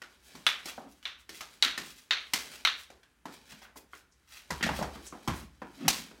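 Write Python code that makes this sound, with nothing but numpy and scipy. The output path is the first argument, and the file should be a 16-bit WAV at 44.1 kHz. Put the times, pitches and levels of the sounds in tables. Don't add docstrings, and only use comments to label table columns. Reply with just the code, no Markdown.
import sys
import numpy as np
from scipy import signal
from scipy.io import wavfile

SR = 44100
rng = np.random.default_rng(int(sys.argv[2]) if len(sys.argv) > 2 else 0)


def generate_wav(sig):
    pcm = np.round(np.clip(np.atleast_2d(sig).T, -1, 1) * 32767).astype(np.int16)
    wavfile.write(sys.argv[1], SR, pcm)


N = 273420

# start_s, level_db, favoured_hz, snap_rel_db, tuning_ratio, room_db
STICK_HITS = [(0.466, -3.5, 3220, -12.5, 0.98, -0.5), (1.028, -40, 3970, -1.5, 0.85, 6),
              (1.054, -17, 4080, -19.5, 1.015, 1.5), (1.625, -3, 3120, -10.5, 1.093, 0.5),
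              (2.1088, -6, 3900, -26, 1.065, 0.5), (2.65, -4.5, 4270, -18, 1.08, -3),
              (2.6726, -9, 4270, -26, 1.045, -2)]
# start_s, level_db, knock_hz, thump_rel_db, slap_rel_db
BODY_HITS = [(0.018, -33.5, 1460, -22.5, -14), (0.352, -41, 1060, -15.5, -8),
             (0.656, -35.5, 748, -15.5, -1.5), (0.779, -31, 759, -15, -45), (1.292, -39, 1840, -12.5, -3.5),
             (1.407, -32, 1260, -33, -6.5), (1.777, -25, 1820, -20, -10.5), (2.335, -19, 2060, -27, -3.5),
             (2.902, -44, 674, -13, -10.5), (3.031, -50.5, 1650, -36, -12.5), (3.255, -31, 900, -14, -16),
             (3.522, -42, 1630, -26, -20), (3.618, -45.5, 810, -28, -10), (3.651, -43.5, 1490, -22, -38),
             (3.685, -55, 1530, -12.5, -36), (3.758, -41.5, 896, -10.5, -25),
             (3.933, -36.5, 1450, -19, -30), (4.505, -22.5, 980, -17.5, -11.5),
             (4.609, -27.5, 1750, -13.5, -44), (4.627, -18, 1930, -18.5, -17),
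             (4.637, -19.5, 1830, -17, -20.5), (4.663, -25, 630, -17, -15), (4.69, -19, 893, -16, -26),
             (4.789, -26.5, 570, -13.5, -18), (4.813, -24.5, 645, -21, -28),
             (4.825, -23.5, 770, -25.5, -18), (4.956, -37.5, 1160, -7.5, -31),
             (5.125, -31.5, 746, -12.5, -30.5), (5.276, -23, 1046, -9.5, -12.5),
             (5.282, -23.5, 1065, -13, -19), (5.618, -31, 950, -10.5, -27.5), (5.88, -21, 1020, -21, 4.5),
             (6.112, -46.5, 920, -6, -24)]
# freq_hz, gain_db
SLAP_SPECTRUM = [(300, -11), (1400, -8), (2100, -1.5), (3000, -2), (4300, 0.5), (6000, -1), (7800, -5.5),
                 (10000, -10), (13500, -11), (17000, -26.5)]
# delay_s, gain
REFLECTIONS = [(.0014, 0.57), (.0036, 0.29), (.0052, 0.2), (.0083, .35), (0.0171, 0.081)]
FAR_WALL_S = 0.0235
MID_THUMP_DB, MID_SLAP_DB = -46, -32.5


def amp(db):
    return 10 ** (np.asarray(db) / 20)


def log_interp(points, hz):
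    freq_hz, value = np.transpose(points)
    return np.interp(np.log(hz + 1), np.log(freq_hz + 1), value)


def unit(x):
    return x / np.sqrt(np.sum(x ** 2) + 1e-20)


def clock(length_s):
    return np.arange(int(length_s * SR)) / SR


def add(mix, start_s, sound):
    start = round(start_s * SR)
    part = mix[max(start, 0):]
    sound = sound[max(-start, 0):][:len(part)]
    part[:len(sound)] += sound


def colour(x, shape_db, size=8192):
    hz = abs(np.fft.fftfreq(size, 1 / SR))
    log_gain = np.log(amp(np.maximum(shape_db(hz), -70)))
    kernel = np.fft.ifft(np.exp(np.conj(signal.hilbert(log_gain)))).real[:size // 2]
    return signal.fftconvolve(x, kernel)[:len(x)]


def hump(centre_hz, width_oct):
    return lambda hz: -10 / np.log(10) * (np.log2((hz + 1) / centre_hz) / width_oct) ** 2


def mode(t, hz, db, t60_s):
    return amp(db) * np.exp(-np.log(1000) * t / t60_s) * np.sin(2 * np.pi * hz * t)


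def grainy_noise(n, grain_db):
    grains = amp(grain_db * np.repeat(rng.standard_normal(n), 64)[:n])
    return grains * rng.standard_normal(n)


def tail(build_s=0.0056, taps_per_s=5000):
    # freq_hz, t60_s
    decay = [(100, 0.61), (250, 0.46), (530, 0.43), (1400, 0.39), (3700, 0.36), (10000, 0.27)]
    t = clock(0.5)
    taps = rng.standard_normal(len(t)) * (rng.random(len(t)) < taps_per_s / SR)
    hz, frame_s, bands = signal.stft(taps, SR, nperseg=256)
    bands *= amp(-60 * frame_s / log_interp(decay, hz)[:, None])
    dying = signal.istft(bands, SR, nperseg=256)[1][:len(t)]
    return unit(dying * (1 - np.exp(-(t / build_s) ** 2)))


def room(x, room_db, wall_db=-15, shift=0.11):
    response = amp(room_db) * tail()
    response[0] += 1
    for delay_s, gain in REFLECTIONS:
        response[int(delay_s * SR * (1 + shift * rng.uniform(-1, 1)))] += gain
    response[int(FAR_WALL_S * SR)] += amp(wall_db)
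    return signal.fftconvolve(x, response)


def contact(shape_db, crush_s, room_db, wall_db=-13):
    out = amp(room_db) * tail()
    press = clock(0.06) / max(crush_s, 2e-4)
    burst = unit(rng.standard_normal(len(press)) * (1 - np.exp(-4 * press)) * np.exp(-press))
    near = [(delay_s * rng.uniform(0.59, 1.1), gain) for delay_s, gain in REFLECTIONS]
    for delay_s, gain in [(0, 1), (FAR_WALL_S, amp(wall_db))] + near:
        add(out, delay_s, gain * burst)
    return unit(colour(out, shape_db))


def strokes(rows, grain_db, room_db):
    out, t = np.zeros(N), clock(0.5) - 0.25
    for peak_s, half_s, db, hz, width_oct in rows:
        swell = np.exp(-0.4 * (t / half_s) ** 2)
        noise = swell * colour(grainy_noise(len(t), grain_db), hump(hz, width_oct))
        add(out, peak_s + t[0], amp(db) * np.linalg.norm(swell) * unit(noise))
    return np.linalg.norm(out) * unit(room(out, room_db)[:N])


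def room_tone(level_db=-68.5):
    # freq_hz, gain_db
    spectrum = [(25, -28), (45, -0.5), (62, 6), (90, -8.5), (150, -11), (300, -12.5), (600, -25),
                (1500, -17), (5000, -31.5), (9000, -30.5), (16000, -39)]
    noise = colour(rng.standard_normal(N), lambda hz: log_interp(spectrum, hz))
    return amp(level_db) * np.sqrt(N) * unit(noise)


def shuffling(cloth_db=-1, feet_db=-9, surge_db=3):
    # time_s, level_db
    pace = [(0, -73), (.21, -68.5), (.27, -58), (.7, -58), (1.22, -90.5), (1.35, -61), (2.15, -66),
            (2.46, -48.5), (3.0, -81), (3.24, -80.5), (3.33, -57.5), (3.62, -64), (3.85, -103),
            (4.35, -68.5), (4.7, -54), (5.1, -56), (5.55, -75), (5.85, -56.5), (6.2, -60)]
    t, knots_s = np.arange(N) / SR, np.arange(0, N / SR, 0.03)
    surges = np.interp(t, knots_s, rng.standard_normal(len(knots_s)))
    level_db = np.interp(t, *np.transpose(pace)) + surge_db * surges
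    cloth = amp(cloth_db) * unit(colour(grainy_noise(N, grain_db=3.5), hump(2500, 1.33)))
    feet = amp(feet_db) * unit(colour(rng.standard_normal(N), hump(290, 1.0)))
    out = np.sqrt(N) * amp(level_db) * (cloth + feet)
    return np.linalg.norm(out) * unit(room(out, room_db=-4)[:N])


def rubbing(swipe_hz=3500, swipe_oct=1.3, rustle_oct=1.23, squeak_oct=0.37, fizz_hz=12750, fizz_oct=0.65):
    # peak_s, half_length_s, level_db, centre_hz
    rustles = [(0.264, 0.022, -61.5, 5000), (0.687, 0.013, -41, 2710), (0.912, 0.017, -62, 4590),
               (1.207, 0.013, -61.5, 3500), (1.363, 0.021, -49, 3170), (1.875, 0.038, -51, 3200),
               (1.984, 0.017, -55, 3400), (2.549, 0.013, -48, 2600), (2.802, 0.023, -52, 3380),
               (3.34, 0.008, -54, 3800), (3.516, 0.012, -49.5, 2580), (3.637, 0.01, -53, 1950),
               (3.775, 0.0079, -49, 5070), (3.962, 0.028, -58.5, 3500), (4.355, 0.038, -50.5, 2554),
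               (4.775, 0.0225, -43, 2900), (5.061, 0.013, -53.5, 5000), (5.378, 0.033, -51.5, 3560)]
    # peak_s, half_length_s, level_db, centre_hz
    squeaks = [(4.13, 0.011, -67.5, 5900), (5.076, 0.0069, -44.5, 6940)]
    windups = [(s - 0.077, 0.019, -61.5 + 0.44 * db) for s, db, *_ in STICK_HITS]
    slides = [(s + 0.075, 0.039, -58.5 + 0.99 * (db + slap_rel_db - MID_SLAP_DB))
              for s, db, _, _, slap_rel_db in BODY_HITS]
    rubs = [(*row, swipe_hz, swipe_oct) for row in windups + slides]
    rubs += [(*row, rustle_oct) for row in rustles]
    fizz = [(s, half_s, db - 11.5, fizz_hz, fizz_oct) for s, half_s, db, *_ in rubs]
    narrow = [(*row, squeak_oct) for row in squeaks]
    return strokes(rubs + fizz + narrow, grain_db=4.5, room_db=-5.5)


def swishes(hum_oct=0.33, eddy_db=-15.5, eddy_ratio=3.7, eddy_oct=1.3):
    # peak_s, half_length_s, level_db, centre_hz
    swings = [(.37, 0.018, -53, 190), (.87, 0.011, -50.5, 241), (1.656, 0.0089, -45.5, 290),
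              (3.542, 0.014, -54, 197), (5.824, 0.021, -38, 255), (5.86, 0.0094, -31, 209),
              (6.01, 0.025, -52, 233)]
    hums = [(*row, hum_oct) for row in swings]
    eddies = [(s, half_s, db + eddy_db, hz * eddy_ratio, eddy_oct) for s, half_s, db, hz in swings]
    return strokes(hums + eddies, grain_db=0, room_db=-7)


def landings(press_s=0.0025, punch_s=0.012):
    # start_s, level_db, punch_rel_db, punch_hz
    impacts = [(4.52, -41.5, -12, 90), (4.643, -41, 11, 184), (4.714, -39.5, 2, 120),
               (4.817, -36.5, -1, 182), (5.281, -37, 9.5, 125.3), (5.313, -49.5, 16, 94.5)]
    # freq_hz, level_db, t60_s
    floor_modes = [(55.2, -7.5, 1), (71.6, -1.5, 0.71), (106.3, -6, 0.24), (154.4, 4.5, 0.13),
                   (194, -18, 0.14)]
    out, t = np.zeros(N), clock(0.9)
    boom = sum(mode(t, *row) for row in floor_modes)
    for start_s, db, punch_rel_db, punch_hz in impacts:
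        punch = 2 * amp(punch_rel_db) * np.sin(2 * np.pi * punch_hz * t) * np.exp(-t / punch_s)
        add(out, start_s, amp(db) * (boom + punch) * (1 - np.exp(-t / press_s)))
    return out


def blows(thump_db=29, knock_db=17, slap_db=26, hollow_db=15, hollow_s=0.0032):
    out, t, grid_hz = np.zeros(N), clock(0.05), np.fft.rfftfreq(4096, 1 / SR)
    for start_s, db, knock_hz, thump_rel_db, slap_rel_db in BODY_HITS:
        excess_db = db + slap_rel_db - MID_SLAP_DB
        room_db = -0.23 * max(excess_db, 0)
        brightening = 2 ** (0.0029 * excess_db)
        thump_hz = 273 / 2 ** (0.04 * (db + thump_rel_db - MID_THUMP_DB))
        crush_s = 0.0047 * amp(0.083 * slap_rel_db)
        knock_oct = 1.29 * amp(0.13 * slap_rel_db)
        thump = amp(thump_db + thump_rel_db) * unit(amp(hump(thump_hz, 0.67)(grid_hz)))
        knock = amp(knock_db) * unit(amp(hump(knock_hz, knock_oct)(grid_hz)))
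        slap = amp(slap_db + slap_rel_db) * unit(amp(log_interp(SLAP_SPECTRUM, grid_hz / brightening)))
        power = thump ** 2 + knock ** 2 + slap ** 2
        spectrum_db = 10 * np.log10(power / power.max())
        hit = contact(lambda hz: np.interp(hz, grid_hz, spectrum_db), crush_s, room_db)
        add(out, start_s, amp(db) * np.sqrt(power.sum()) * hit)
        hollow = np.sin(2 * np.pi * knock_hz * t) * np.exp(-t / hollow_s)
        add(out, start_s, amp(db + hollow_db) * unit(room(hollow, room_db - 4)))
    return out


def clacks(gain_db=13, focus_db=5, ring_db=-4, chatter_s=0.00078, rebound_s=0.0042, wall_db=-10):
    # freq_hz, level_db, t60_s
    stick_modes = [(1064, -12, 0.06), (1646, -7.5, 0.022), (1810, -1, 0.0096), (2620, -9, 0.0063),
                   (2345, -3, 0.0061), (3086, -5.5, 0.035), (3930, -6.5, 0.016), (3488, 2.5, 0.046),
                   (3880, -7, .014), (5470, -11, .01)]
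    # freq_hz, gain_db
    wood_spectrum = [(100, -33.5), (450, -18), (850, -14), (1300, -2), (1900, -1.5), (2800, -1), (3900, 0),
                     (4700, -14), (5700, -12), (7500, -29), (16000, -43)]
    out, t = np.zeros(N), clock(0.06)
    for start_s, db, favoured_hz, snap_rel_db, tuning, room_db in STICK_HITS:
        ring = np.zeros(len(t))
        for k, (mode_hz, mode_db, t60_s) in enumerate(stick_modes):
            pitch_hz = mode_hz * tuning * (1 + 0.013 * rng.uniform(-1, 1))
            boost_db = focus_db * amp(hump(favoured_hz, 0.25)(pitch_hz))
            ring += (-1) ** k * mode(t, pitch_hz, mode_db + boost_db, t60_s)
        force = amp(db + gain_db)
        add(out, start_s, force * amp(ring_db) * unit(room(ring, room_db - 8, wall_db)))
        for lag_s, touch_db in [(0, -3), (rebound_s, -7)]:
            chatter = contact(lambda hz: log_interp(wood_spectrum, hz / tuning),
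                              chatter_s, room_db, wall_db)
            add(out, start_s + lag_s, force * amp(touch_db) * chatter)
        snap = contact(lambda hz: log_interp(SLAP_SPECTRUM, hz), 2e-4, room_db, wall_db)
        add(out, start_s, force * amp(snap_rel_db) * snap)
    return out


def scene():
    return (clacks() + blows() + landings() + shuffling() + rubbing() + swishes() + room_tone())[None]


def record(dry, low_cut_hz=42, high_cut_hz=16300):
    highpass = signal.butter(3, low_cut_hz, "high", fs=SR, output="sos")
    lowpass = signal.firwin(301, high_cut_hz, window=("kaiser", 9), fs=SR)
    return signal.oaconvolve(signal.sosfilt(highpass, dry), lowpass[None], "same")


dry = scene()
out = record(dry)
generate_wav(out)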